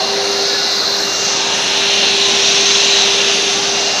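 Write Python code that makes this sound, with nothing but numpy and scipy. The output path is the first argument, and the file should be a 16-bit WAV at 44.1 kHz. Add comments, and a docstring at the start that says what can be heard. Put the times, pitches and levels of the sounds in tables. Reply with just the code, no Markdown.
"""A vacuum pump holds a board on a workshop machine table; the microphone moves over the table.
From the start the pump hums and whines on multiples of its shaft speed over a steady roar, and air
leaking into the table hisses in broad resonances, at first mostly at the slots. From about 1.3 s the
microphone nears the board's edge and the hiss grows, loudest between 2 and 3 s. Toward 4 s the edge
hiss eases and the bright rush of the open slots returns."""
import sys
import numpy as np
from scipy import signal
from scipy.fft import rfft, irfft
from scipy.io import wavfile
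from scipy.ndimage import uniform_filter1d, minimum_filter1d

SR = 44100
rng = np.random.default_rng(int(sys.argv[2]) if len(sys.argv) > 2 else 0)


def put_to_file(sound):
    """Save the sound as 16-bit audio at rate SR, in the file named by the first command-line argument."""
    columns = np.atleast_2d(sound).T  # one column per channel
    safe = np.clip(columns, -1, 1)
    whole_steps = np.round(safe * 32767)
    wavfile.write(sys.argv[1], SR, whole_steps.astype(np.int16))


N = 176400
T = np.arange(N) / SR
SHAFT_HZ, SPEED_WANDER_RMS = 49.865, .0006
HUM_ORDER, WHINE_ORDER = 8, 56

# Noise spectra. Each row: frequency in Hz, relative density in dB.
RUMBLE_SPECTRUM = [(20, -19), (35, -23), (58, -27), (88, -14), (100, -12), (125, -6), (165, -7.5),
                   (210, 4.5), (255, -8), (340, -14.5), (500, -28.5)]
ROAR_SPECTRUM = [(20, -40), (150, -28), (280, -7), (350, -5), (460, -4), (560, -2), (720, 1), (1000, -4.5),
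                 (1250, -6), (1700, -5.5), (2200, -8.5), (4000, -20.5), (15000, -50)]
EDGE_SPECTRUM = [(900, -24.5), (1600, -12), (2200, -8), (2550, -1.5), (2800, 0.5), (3100, -1), (3600, 1),
                 (4100, -2), (4500, -48), (8000, -58)]
SLOT_SPECTRUM = [(3000, -35), (3500, -11), (3850, -2.5), (4230, 1.5), (4430, -7), (4800, -12), (5600, -12),
                 (9000, -55)]
RUSH_SPECTRUM = [(3700, -25), (4250, -1), (4450, 0), (4750, -1), (5100, -3), (5500, -15), (7000, -35)]  # open slots beside the board
SEAL_SPECTRUM = [(3300, -22.5), (4400, -4), (5000, -4), (5450, 0.5), (6300, 0.5), (6550, -3.5),
                 (6800, -9.5), (7400, -13), (8100, -23.5), (9500, -37), (15000, -62)]
SIZZLE_SPECTRUM = [(6000, -22), (8000, -2.5), (9000, 1), (9700, 0.5), (10700, -4), (11700, -12.5),
                   (13500, -15), (15500, -19)]
PINHOLE_SPECTRUM = [(10000, -19), (11500, -12), (12250, -12), (12700, 0), (13150, -5), (14000, -9),
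                    (15400, -21)]

# Levels along the microphone's path. Each row: time in seconds, relative level in dB.
RUMBLE_PATH_DB = [(0, -38.5), (.8, -39), (1.3, -36.5), (2.5, -34.5), (4, -36)]
ROAR_PATH_DB = [(0, -23.5), (.75, -24), (1.3, -23), (2.2, -23.5), (3.5, -23.5), (4, -23)]
HUM_PATH_DB = [(0, -28.5), (.2, -22), (.38, -22.7), (.72, -31.5), (.92, -29), (1.12, -31), (1.65, -29.5),
               (2.0, -26), (2.95, -24), (3.55, -25.5), (3.87, -28.5), (4, -38)]
WHINE_PATH_DB = [(0, -31.5), (.6, -33.5), (.98, -39), (1.1, -27.5), (1.4, -30.5), (1.62, -26.5),
                 (2.05, -26), (2.4, -35), (2.75, -28.5), (3.3, -29), (3.68, -32.5), (3.84, -26), (4, -28)]
EDGE_PATH_DB = [(0, -29.5), (.65, -31), (.82, -34.5), (1.1, -33), (1.4, -24), (1.7, -20.5), (1.87, -18.5),
                (2.3, -17.5), (2.92, -17), (3.33, -18), (3.5, -20.5), (4, -26)]
SLOT_PATH_DB = [(0, -19), (.2, -20), (.7, -17), (1.02, -17.5), (1.2, -20.5), (1.65, -23.5), (1.87, -18),
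                (2.3, -17.5), (2.6, -18.5), (3.0, -17), (3.33, -25), (4, -23)]
RUSH_PATH_DB = [(0, -24), (.4, -24.5), (.7, -23), (1.0, -28), (1.3, -40), (2.3, -37), (3.2, -30), (4, -23)]
SEAL_PATH_DB = [(0, -28), (.38, -24), (.62, -25), (.93, -24), (1.3, -17.5), (1.45, -21), (1.85, -21),
                (2.15, -21), (2.45, -17), (2.85, -17.5), (3.2, -19), (4, -20.5)]
SIZZLE_PATH_DB = [(0, -45.5), (.5, -46), (1.05, -46), (1.4, -49), (1.58, -41.5), (2.7, -41.5), (3.4, -42.5),
                  (4, -48)]
PINHOLE_PATH_DB = [(0, -50), (.35, -48), (.72, -45), (1.08, -43.5), (1.26, -48), (1.33, -58), (1.55, -57),
                   (2.5, -56), (3.4, -57.5), (4, -58)]

# Hollow resonances of the roar. Each row: peak time in seconds, half-length in seconds,
# frequency in Hz, peak level in dB.
ROAR_HOLLOWS = [(0.01, 0.082, 646, -25), (.14, 0.37, 764.5, -28), (.25, 0.85, 516, -33),
                (.42, 0.32, 1400, -35), (0.542, 0.2, 1710, -33.5), (.68, 0.4, 1467, -33),
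                (1.384, .28, 1247, -34.5), (1.49, 0.2, 906, -29), (2.28, 0.2, 1034, -32)]
# Weak shaft tones. Each row: multiple of the shaft speed, level in dB.
SHAFT_TONES = [(2, -54.5), (6, -44), (12, -41.5), (16, -45)]
# Quiet spots in the whine's standing waves. Each entry: time of passing in seconds.
WHINE_NODES_S = [.19, .45, .79, 1.48, 1.8, 2.14, 3.0, 3.46]
# Leak resonances that surge as the microphone passes. Each row: peak time in seconds,
# half-length in seconds, frequency in Hz, half-width in Hz, peak level in dB.
LEAK_SURGES = [(.27, .2, 9600, 300, -47), (.62, .3, 5140, 160, -30), (2.273, .2, 3850, 170, -21),
               (2.72, 0.35, 6250, 170, -24), (2.88, .16, 7000, 200, -31), (2.97, 0.18, 3940, 150, -18),
               (3.5, 0.33, 9800, 350, -44.5), (3.83, .25, 12720, 110, -58)]


def amp(db):
    """Decibels to gain."""
    return 10 ** (np.asarray(db) / 20)


def unit_rms(x):
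    """Scales to rms 1."""
    return x / np.sqrt(np.mean(x ** 2) + 1e-20)


def path_gain(path_db):
    """Gain over time, interpolated in dB."""
    return amp(np.interp(T, *np.transpose(path_db)))


def spectrum_db(spectrum, hz, skirt_db_per_octave=36):
    """Spectrum interpolated in log frequency, falling off above its last row."""
    row_hz, row_db = np.transpose(spectrum)
    skirt_db = skirt_db_per_octave * np.maximum(np.log2((hz + 1) / row_hz[-1]), 0)
    return np.interp(np.log(hz + 1), np.log(row_hz), row_db) - skirt_db


def drift(rate_hz):
    """Random motion of rms 1, mostly below rate_hz."""
    hz = np.fft.rfftfreq(N, 1 / SR)
    white = rfft(rng.standard_normal(N))
    return unit_rms(irfft(white * (hz > 0) / (1 + (hz / rate_hz) ** 3), N))


def turbulence(spectrum, eddy_db, flutter_db):
    """Turbulent air, rms 1: coloured noise with drifting eddies and quick flutter."""
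    hz, _, bins = signal.stft(rng.standard_normal(N), SR, nperseg=2048, noverlap=1536)
    patches = uniform_filter1d(rng.standard_normal(bins.shape), size=6, axis=0)
    eddies = unit_rms(uniform_filter1d(patches, size=14, axis=1))
    bins *= amp(spectrum_db(spectrum, hz)[:, None] + eddy_db * eddies)
    noise = signal.istft(bins, nperseg=2048, noverlap=1536)[1][:N]
    return unit_rms(noise * amp(flutter_db * drift(60)))


def resonance(peak_s, half_length_s, hz, half_width_hz, peak_db):
    """Air-blown resonance: a noise band that swells and fades."""
    band = (drift(half_width_hz) + 1j * drift(half_width_hz)) * np.exp(2j * np.pi * hz * T)
    envelope = np.exp(-2 * ((T - peak_s) / half_length_s) ** 2)
    return amp(peak_db) * envelope * band.real


def motor_rumble():
    """Low, fluttering noise of the motor."""
    return path_gain(RUMBLE_PATH_DB) * turbulence(RUMBLE_SPECTRUM, eddy_db=0, flutter_db=.6)


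def pump_roar():
    """Steady roar; hollow resonances stand out briefly along the path."""
    roar = path_gain(ROAR_PATH_DB) * turbulence(ROAR_SPECTRUM, eddy_db=1.8, flutter_db=-.13)
    hollows = sum(resonance(peak_s, half_length_s, hz, half_width_hz=23, peak_db=db)
                  for peak_s, half_length_s, hz, db in ROAR_HOLLOWS)
    return roar + hollows


def shaft_tone(turns, order, waver_db, smear_rad):
    """One wavering multiple of the shaft speed; phase jitter stands for the workshop's echoes."""
    phase_rad = 2 * np.pi * (order * turns + rng.random()) + smear_rad * drift(13)
    return unit_rms(np.sin(phase_rad) * amp(waver_db * drift(20)))


def pump_tones():
    """Hum, blade whine and weak tones of one shaft; the whine nulls at standing-wave nodes."""
    turns = np.cumsum(SHAFT_HZ * (1 + SPEED_WANDER_RMS * drift(2.35))) / SR
    hum = path_gain(HUM_PATH_DB) * shaft_tone(turns, HUM_ORDER, waver_db=1.22, smear_rad=.07)
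    whine = path_gain(WHINE_PATH_DB) * shaft_tone(turns, WHINE_ORDER, waver_db=.6, smear_rad=.22)
    standing_wave = np.prod([np.tanh((T - node_s) / .041) for node_s in WHINE_NODES_S], axis=0)
    weak_tones = sum(amp(db) * shaft_tone(turns, order, waver_db=2, smear_rad=.7)
                     for order, db in SHAFT_TONES)
    return hum + standing_wave * whine + weak_tones


def jet(spectrum, path_db, eddy_db, flutter_db, trim_db=0):
    """Small air jet: turbulence with no bass."""
    highpass = signal.butter(2, 700, "high", fs=SR, output="sos")
    hiss = signal.sosfilt(highpass, turbulence(spectrum, eddy_db, flutter_db))
    return amp(trim_db) * path_gain(path_db) * hiss


def air_leaks():
    """Air drawn through the gaps around the board and the table's slots."""
    edge = jet(EDGE_SPECTRUM, EDGE_PATH_DB, eddy_db=.8, flutter_db=.6, trim_db=1.63)
    slot = jet(SLOT_SPECTRUM, SLOT_PATH_DB, eddy_db=1.1, flutter_db=.5, trim_db=-1.5)
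    rush = jet(RUSH_SPECTRUM, RUSH_PATH_DB, eddy_db=3.5, flutter_db=-.5)
    seal = jet(SEAL_SPECTRUM, SEAL_PATH_DB, eddy_db=1.5, flutter_db=.4, trim_db=.04)
    sizzle = jet(SIZZLE_SPECTRUM, SIZZLE_PATH_DB, eddy_db=1.9, flutter_db=.8, trim_db=-1)
    pinhole = jet(PINHOLE_SPECTRUM, PINHOLE_PATH_DB, eddy_db=1.7, flutter_db=-1.5, trim_db=-1)
    surges = sum(resonance(*row) for row in LEAK_SURGES)
    return edge + slot + rush + seal + sizzle + pinhole + surges


def scene():
    """Pump and leaks, the same in both channels."""
    return np.tile(motor_rumble() + pump_roar() + pump_tones() + air_leaks(), (2, 1))


def record(dry, ceiling=.93, limiter_s=.004, cutoff_hz=15450):
    """Smooth peak limiter, then low-pass."""
    window = round(limiter_s * SR)
    safe_gain = ceiling / np.maximum(abs(dry).max(0), ceiling)
    smooth_gain = uniform_filter1d(minimum_filter1d(safe_gain, size=window), size=window)
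    lowpass = signal.firwin(511, cutoff_hz, window=("kaiser", 9), fs=SR)
    return signal.oaconvolve(dry * smooth_gain, lowpass[None], "same")


dry = scene()
out = record(dry)
put_to_file(out)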